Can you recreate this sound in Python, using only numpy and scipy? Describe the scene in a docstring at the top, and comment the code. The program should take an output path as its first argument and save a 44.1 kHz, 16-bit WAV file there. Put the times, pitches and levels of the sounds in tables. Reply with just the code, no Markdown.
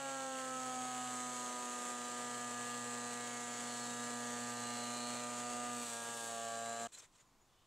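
"""In a workshop, in stereo, a thickness planer pulls in a board: its two-knife cutter head slows under the load.
The drone sums multiples of the turn; chips and chatter are noise pulsed by the turn, beside fan hiss and rumble.
Single overtones whine, and harder bites rasp. Then the drone stops dead.
In the still air a gloved hand slides a carpenter's square over a bench: grains of rubbing and short squeaks."""
import sys
import numpy as np
from scipy import signal
from scipy.fft import rfft, irfft, next_fast_len
from scipy.io import wavfile
from scipy.ndimage import uniform_filter1d, map_coordinates

SR = 44100
rng = np.random.default_rng(int(sys.argv[2]) if len(sys.argv) > 2 else 0)


def int16_out(signal):
    """Quantize to a 16-bit WAV file."""
    q = np.round(np.clip(np.atleast_2d(signal).T, -1, 1) * 32767)
    wavfile.write(sys.argv[1], SR, q.astype(np.int16))


N = 337806
JUMP_S = 0.011  # how long a sudden shift of the board takes to change a level
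THIN_DB = 2.5  # drone and chip hiss thin by this much per unit of rasp gain
SIDES = np.array([[1], [-1]])  # left, right


def undb(db):
    """Decibels to gain."""
    return 10 ** (np.asarray(db) / 20)


def level(x, db):
    """Set the rms in dB."""
    return x * undb(db) / np.sqrt(np.mean(x ** 2))


def colour(x, table, power=1):
    """Filter by (Hz, dB) points joined on a log frequency axis."""
    size = next_fast_len(N)
    hz, db = np.transpose(table)
    axis = np.maximum(np.arange(size // 2 + 1) * SR / size, 1)
    gain = undb(power * np.interp(np.log(axis), np.log(hz), db))
    return irfft(rfft(x, size) * gain, size)[..., :N]


def noise():
    """White noise as long as the scene."""
    return rng.standard_normal(N)


def walk(rate, span=slice(None)):
    """Random levels held 1 / rate s and slewed twice; spread near 1."""
    count = int(N / SR * rate) + 2
    held = np.repeat(rng.standard_normal(count), 16)
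    slewed = uniform_filter1d(uniform_filter1d(held, size=16), size=16)
    return 1.3 * np.interp(np.arange(N)[span] * rate / SR, np.arange(len(slewed)) / 16, slewed)


def repeating(turns, period, renew_s, size=2048, count=160):
    """Noise that repeats every `period` turns and is slowly renewed as the knives meet new grain."""
    top = 132 * period  # spectral lines up to 132 times the turn
    keep = np.exp(-N / SR / count / renew_s)
    shape = (count + 40, top)  # 40 extra rows let the renewal settle
    seeds = rng.standard_normal(shape) + 1j * rng.standard_normal(shape)
    spectra = signal.lfilter([1], [1, -keep], seeds, axis=0)[-count:]
    waves = irfft(spectra, size, axis=1)
    waves = np.hstack([waves, waves[:, :1]])  # close the loop
    row = np.arange(N) * (count - 1) / N
    column = turns / period % 1 * size
    return level(map_coordinates(waves, [row, column], order=1), 0)


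def load(t):
    """Speed of the head, settling after each change of load, and the gain of the rasp that each bite starts."""
    # Each row: start in seconds, new speed in turns per s, time constant in s,
    # rasp level in dB before its attack and decay, rasp decay in s.
    loads = [(0, 120, 0.88, -23, 1.3), (4.8, 124, 2.5, -28, 1.), (5.69, 116.3, .4, 3.5, 0.17),
             (5.82, 109, .3, 4, 0.095), (5.935, 117.2, .1, -7, .15), (6.13, 114.2, .2, 7.5, .15),
             (6.52, 118, 0.71, -33, .5)]
    start_hz, attack_s = 137.5, 0.12  # turns per s as the board enters; rise of the rasp
    ease_s, ease_db = 6.28, -3  # the rasp drops away at once as the bite eases
    speed, rasp = np.full(N, start_hz), np.zeros(N)
    for s, hz, settle_s, db, decay_s in loads:
        since = np.maximum(t - s, 0)
        before = speed[int(s * SR)]
        speed = np.where(t > s, hz + (before - hz) * np.exp(-since / settle_s), speed)
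        rasp = rasp + undb(db) * (1 - np.exp(-since / attack_s)) * np.exp(-since / decay_s)
    return speed, rasp * undb(ease_db * np.clip((t - ease_s) / JUMP_S, 0, 1))


def drone(t, speed, turns):
    """Each knife blow is a downward pulse; board, housing and walls smear the phase and side of each overtone."""
    # Base levels in dB of multiples 1, 2, 3 .. of the turn; two knives favour the even ones.
    order_db = [-67, -59.5, -72.5, -57.5, -62.5, -54, -64.5, -59.5, -68.5, -57.5, -69.5, -66, -70, -64.5,
                -65.5, -64.5]
    # Peaks and dips of housing and room that the overtones slide through.
    # Each row: frequency in Hz, spread in Hz, height in dB.
    housing = [(121, 0.97, 3.5), (122.45, 0.67, -15.5), (131.6, 1.1, -7), (240.5, 2.4, 5.5),
               (257.8, 13.4, 8.5), (368, 4.2, 6), (502, 5.9, -9.5), (533.6, 28, 9), (572.7, 8.1, 8),
               (689, 7.8, 3.5), (759, 8.4, 8.5), (809, 15.5, 5.5), (867, 5.4, -7), (915, 4.4, -10),
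               (986, 6.1, 7.5), (1047, 10, 4), (1130, 12.5, 9), (1225, 24.8, 9.5), (1292, 22.8, 10),
               (1353, 25.5, 7), (1610, 48, 9.5), (1693.5, 10.6, 7.5)]
    # An overtone swells or sinks as the free length of the board changes.
    # Each row: middle in seconds, spread in s, multiple of the turn, change in dB.
    swells = [(4.7, .6, 1, 4.5), (1.76, 0.23, 4, -5.5), (4.7, 0.43, 5, 3.5), (5.6, 0.1, 6, 4.5),
              (3.4, 0.41, 10, -3.5), (.5, .4, 11, -4), (5.5, 0.37, 12, 3.5), (6, 0.33, 12, 4),
              (4.06, 0.18, 14, 3), (5.26, 0.32, 14, -12), (4.4, 0.47, 13, 5), (4.7, .4, 15, 5),
              (3.4, 0.96, 16, 5.5)]
    # The board shifts under the rollers and an overtone jumps to a new level.
    # Each row: start in seconds, multiple of the turn, change in dB.
    jumps = [(5.8, 6, -3), (5.9, 8, 5), (5.92, 14, 5), (6.28, 6, 6.5), (6.28, 8, -5.5), (6.28, 14, -5.5)]
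    odd_wander_db, even_wander_db = 2.5, 0.77
    # even overtones stay lined up into a pulse once the head has settled, and slip apart while it
    # runs faster; the odd ones drift freely
    lag_rad, steady_rad, odd_rad = -.8, 0.53, 2.17
    smear_rad_per_hz, settled_hz = 1.2, 121.5

    axis = np.arange(0, 2400, .1)
    housing_db = sum(db * np.exp(-.5 * ((axis - hz) / width) ** 2) for hz, width, db in housing)
    housing_db = housing_db - 0.12 * np.maximum(axis - 1940, 0)  # it passes little above 1.9 kHz
    smear_rad = smear_rad_per_hz * np.maximum(speed - settled_hz, 0)
    out = np.zeros((2, N))
    for k, db in enumerate(order_db, 1):
        wander_db = odd_wander_db if k % 2 and k > 1 else even_wander_db
        db = db + np.interp(k * speed, axis, housing_db) + wander_db * walk(2.51)
        for s, spread_s, order, gain_db in swells:
            if order == k:
                db = db + gain_db * np.exp(-.5 * ((t - s) / spread_s) ** 2)
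        for s, order, jump_db in jumps:
            if order == k:
                db = db + jump_db * np.clip((t - s) / JUMP_S, 0, 1)
        gain = np.sqrt(2) * undb(db + 0.76 * walk(25))
        drift_rad = ((odd_rad if k % 2 else steady_rad) + smear_rad) * walk(0.6001)
        tone = gain * np.cos(2 * np.pi * k * turns + lag_rad + drift_rad)
        side = undb(min(0.28 * k, 1.4) * walk(1.125))
        out = out - np.array([tone * side, tone / side])  # minus: the blow points down
    return out


def whines(turns):
    """Single high overtones of the turn whine for a spell, and the multiples next to them sing along."""
    # Each row: start in seconds, end in seconds, multiple of the turn, level in dB before its wander.
    spells = [(3.05, 3.75, 18, -65), (3.1, 3.8, 55, -63), (3.4, 4.02, 36, -59.5), (3.85, 4.08, 32, -64),
              (4.45, 4.95, 37, -62), (4.42, 5.3, 34, -62.5), (4.88, 5.35, 33, -62.5), (4.9, 5.25, 55, -64),
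              (5.0, 5.2, 36, -60), (5.3, 5.72, 37, -62.5), (5.8, 6.02, 40, -62), (6.12, 6.45, 33, -61),
              (6.3, 6.9, 35, -65.5), (6.38, 6.9, 64, -60), (5.92, 6.2, 70, -59)]
    neighbour_db = -10.5  # before its own wander
    out = np.zeros((2, N))
    for start, end, k, db in spells:
        on = slice(int(start * SR), int(end * SR))
        count = len(turns[on])
        swell = np.sin(np.pi * np.arange(count) / (on.stop - on.start)) ** .4
        side = undb(1.3 * rng.standard_normal() * SIDES)
        for step in (-1, 0, 1):
            beside_db = abs(step) * (neighbour_db + 3 * walk(6, on))
            gain = np.sqrt(2) * undb(db + beside_db + 1.6 * walk(25, on))
            phase = 2 * np.pi * (k + step) * turns[on] + 0.56 * walk(30, on)
            out[:, on] += side * swell * gain * np.cos(phase)
    return out


def cutting(turns, hiss_db, chatter_db, rasp_gain):
    """One knife stands prouder, so chatter and chips swell once a turn; the swells alternate a little in size."""
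    # Knife chatter through the housing. Each row: frequency in Hz, density in dB per Hz.
    chatter_colour = [(1900, -30), (2100, -6), (3200, -9), (4300, -6), (5200, -15), (6300, -9), (6630, 0),
                      (6950, -7.5), (7750, -9.5), (8070, -3.5), (8400, -12), (9500, -12), (11000, -20),
                      (15500, -51)]
    # Motor fan and flying chips. Each row: frequency in Hz, density in dB per Hz.
    chip_colour = [(60, -23.5), (114, -12), (240, -5), (330, -6), (550, -0.5), (750, -3.5), (1200, -6.5),
                   (2300, -8), (2950, -12), (3500, -9.5), (5200, -12), (6400, -6.5), (7800, -1),
                   (9300, -12), (11500, -22.5), (15500, -34)]
    rasp_colour = [(1800, -28), (3600, 0), (5200, 5), (8500, 14.0), (11000, -16), (14000, -18), (15500, -17)]
    angle = 2 * np.pi * turns
    burst = undb(2.2 * np.cos(angle) + 0.65 * np.cos(angle / 2) + 0.78 * np.cos(angle / 4))
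    knives = repeating(turns, period=1, renew_s=0.42) * burst
    air = noise() * burst * undb(1.0 * walk(30) + 0.86 * walk(90))
    chatter = level(colour(knives, chatter_colour), 0) * undb(chatter_db)
    rasp = level(colour(knives, rasp_colour), 0)
    # torn chips fizz in the top treble while the head rasps
    fizz = colour(air * undb(4.0 * np.cos(angle)), [(7500, -20), (9800, 3), (15500, -13)])
    rasp = (rasp + level(fizz, -9.0)) * rasp_gain
    # a treble pattern that comes round only every second turn fills in lines halfway between
    slow = repeating(turns, period=2, renew_s=0.3) * burst
    slow = colour(slow, [(4500, -55), (5800, -13), (7500, 0.5), (8500, -3.5), (10000, -36)])
    chips = level(colour(air, chip_colour), 1.0) * undb(-THIN_DB * rasp_gain)
    return undb(hiss_db) * (chatter + rasp + level(slow, -2.7) + chips)


def fan(speed):
    """The motor fan blows through the housing slots, louder while the head runs fast."""
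    air = colour(noise(), [(2200, -31), (2700, -1.5), (3100, -1.5), (3800, -13.5), (5000, -27)])
    return level(air, -62.5) * undb(0.21 * (speed - 119.0) + 1.2 * walk(12))


def walls(planer, hiss_db):
    """Place the planer between left and right; reflections of the hiss reach the two sides unequally."""
    # Each row: frequency in Hz, left minus right in dB.
    lean = [(100, -1.4), (240, -2.8), (700, -1), (2400, -.3), (9000, -.3), (9800, 0)]
    echo_colour = [(60, 0), (500, -8), (2000, -11), (3000, -9.5), (5000, -5), (6500, 6.5),
                   (8200, 5.0), (9300, -19), (9700, -60)]
    echo = level(colour(noise(), echo_colour), -14) * undb(hiss_db)
    left, right = planer
    return np.array([colour(left, lean, .5) + echo, colour(right, lean, -.5) - echo])


def bench_rumble(t):
    """Low noise of the bench, independent left and right, with a slowly changing level."""
    # Each row: time in seconds, level in dB.
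    rumble_db = [(0, -93), (2.5, -93), (4.5, -82), (6, -91)]
    low = colour(rng.standard_normal((2, N)), [(20, -19), (45, 0), (80, 2), (110, -48)])
    return level(low, 0) * undb(np.interp(t, *np.transpose(rumble_db)))


def square(t):
    """Dense stick-slip grains rub the wood; single resonances sing out in short spells."""
    # Colour of the rubbing. Each row: frequency in Hz, density in dB per Hz.
    rub = [(300, -12), (1200, -9), (2500, -8.5), (3800, -5.5), (4900, -12), (6500, -5), (7600, -0.5),
           (9000, -9), (10500, -20), (15500, -36)]
    # Strokes of the square over the wood. Each row: start in seconds, length in s, level in dB.
    strokes = [(6.883, .008, -71), (6.924, .04, -61), (6.974, 0.027, -60.5), (7.022, .024, -64.5),
               (7.123, .018, -76), (7.154, .014, -73), (7.185, .025, -72.5)]
    # Spells in which one resonance of square or bench sings.
    # Each row: start in seconds, length in s, frequency in Hz, width in Hz, level in dB.
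    squeaks = [(6.925, 0.0056, 8500, 800, -66), (6.925, .05, 4080, 35, -64), (6.93, .026, 7500, 700, -64),
               (6.94, .012, 6850, 150, -64), (6.972, .013, 1270, 900, -67), (6.975, .03, 6350, 40, -64),
               (6.982, 0.011, 7400, 500, -59), (6.99, .008, 5540, 200, -62), (7.026, .006, 800, 900, -68),
               (7.038, .015, 1950, 400, -72), (7.185, .02, 1800, 500, -78), (7.19, .035, 6830, 40, -75),
               (7.25, .045, 6830, 40, -85), (7.4, .06, 6830, 40, -82), (7.49, .14, 3450, 150, -85),
               (7.53, .13, 3050, 150, -84)]
    stroke_rise_db_s, stroke_fall_db_s = 2598.5, 600  # dB per s
    squeak_rise_s, squeak_fall_s = .003, .006
    grains = noise() * undb(3.7 * noise())
    press = undb(-85.5)  # the glove's faint rub between strokes
    for s, length, db in strokes:
        rise_db = stroke_rise_db_s * np.maximum(s - t, 0)
        fall_db = stroke_fall_db_s * np.maximum(t - s - length, 0)
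        press = press + undb(db - rise_db - fall_db)
    out = press * undb(1.4 * walk(110)) * level(colour(grains, rub), 0)
    for s, length, hz, width, db in squeaks:
        ring = signal.lfilter(*signal.iirpeak(hz, hz / width, SR), grains)
        fall = np.exp(-np.maximum(t - s - length, 0) / squeak_fall_s)
        spell = np.clip((t - s) / squeak_rise_s, 0, 1) * fall
        even_out = np.sqrt(np.sum(spell ** 2) / np.sum((ring * spell) ** 2))
        out = out + undb(db) * ring * spell * even_out
    # the bench throws a little of it to one side, 97 samples late
    thrown = colour(np.roll(out, 97), [(8000, -0.5), (10000, -25)])
    return out + undb(-15) * thrown * SIDES


def shop():
    """Still air; the deepest rumble differs left and right."""
    # Each row: frequency in Hz, density in dB per Hz.
    still_air = [(25, -6.5), (55, -14), (90, -11.5), (300, -16), (600, -20), (1050, -13.5), (1600, -24.5),
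                 (3000, -27.5), (7000, -28.5), (9000, -33), (15500, -40)]
    air = level(colour(noise(), still_air), -72.5) * undb(1.3 * walk(2.17))
    rumble = level(colour(noise(), [(25, -3), (50, 6), (100, -24)]), -83.5)
    return air + rumble * SIDES


def scene():
    """Planer until the stop, then the square on the bench in the quiet shop."""
    # Each row: time in seconds, base level of the cutting hiss in dB, knife chatter against that base in dB.
    hiss = [(0, -54, -2), (1.3, -50.5, -1), (2.3, -51, -3.5), (5, -50.5, -1), (5.85, -51.5, -2.5),
            (6.4, -53, -1.5), (6.86, -54, -3)]
    stop_s, stop_fade_s = 6.876, 0.0088
    t = np.arange(N) / SR
    speed, rasp_gain = load(t)
    turns = np.cumsum(speed) / SR
    times, hiss_points, chatter_points = np.transpose(hiss)
    hiss_db = np.interp(t, times, hiss_points)
    chatter_db = np.interp(t, times, chatter_points)
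    tones = (drone(t, speed, turns) + whines(turns)) * undb(-THIN_DB * rasp_gain)
    planer = tones + cutting(turns, hiss_db, chatter_db, rasp_gain) + fan(speed)
    planer = walls(planer, hiss_db) + bench_rumble(t)
    running = np.clip((stop_s - t) / stop_fade_s, 0, 1)
    return running * planer + (1 - running) * (square(t) + shop())


def record(dry):
    """The microphone channel rounds the peaks and cuts the top above 15655 Hz."""
    soft = .04 * np.tanh(dry / .04)
    return signal.sosfilt(signal.ellip(12, .2, 80, 15655, fs=SR, output="sos"), soft)


dry = scene()
out = record(dry)
int16_out(out)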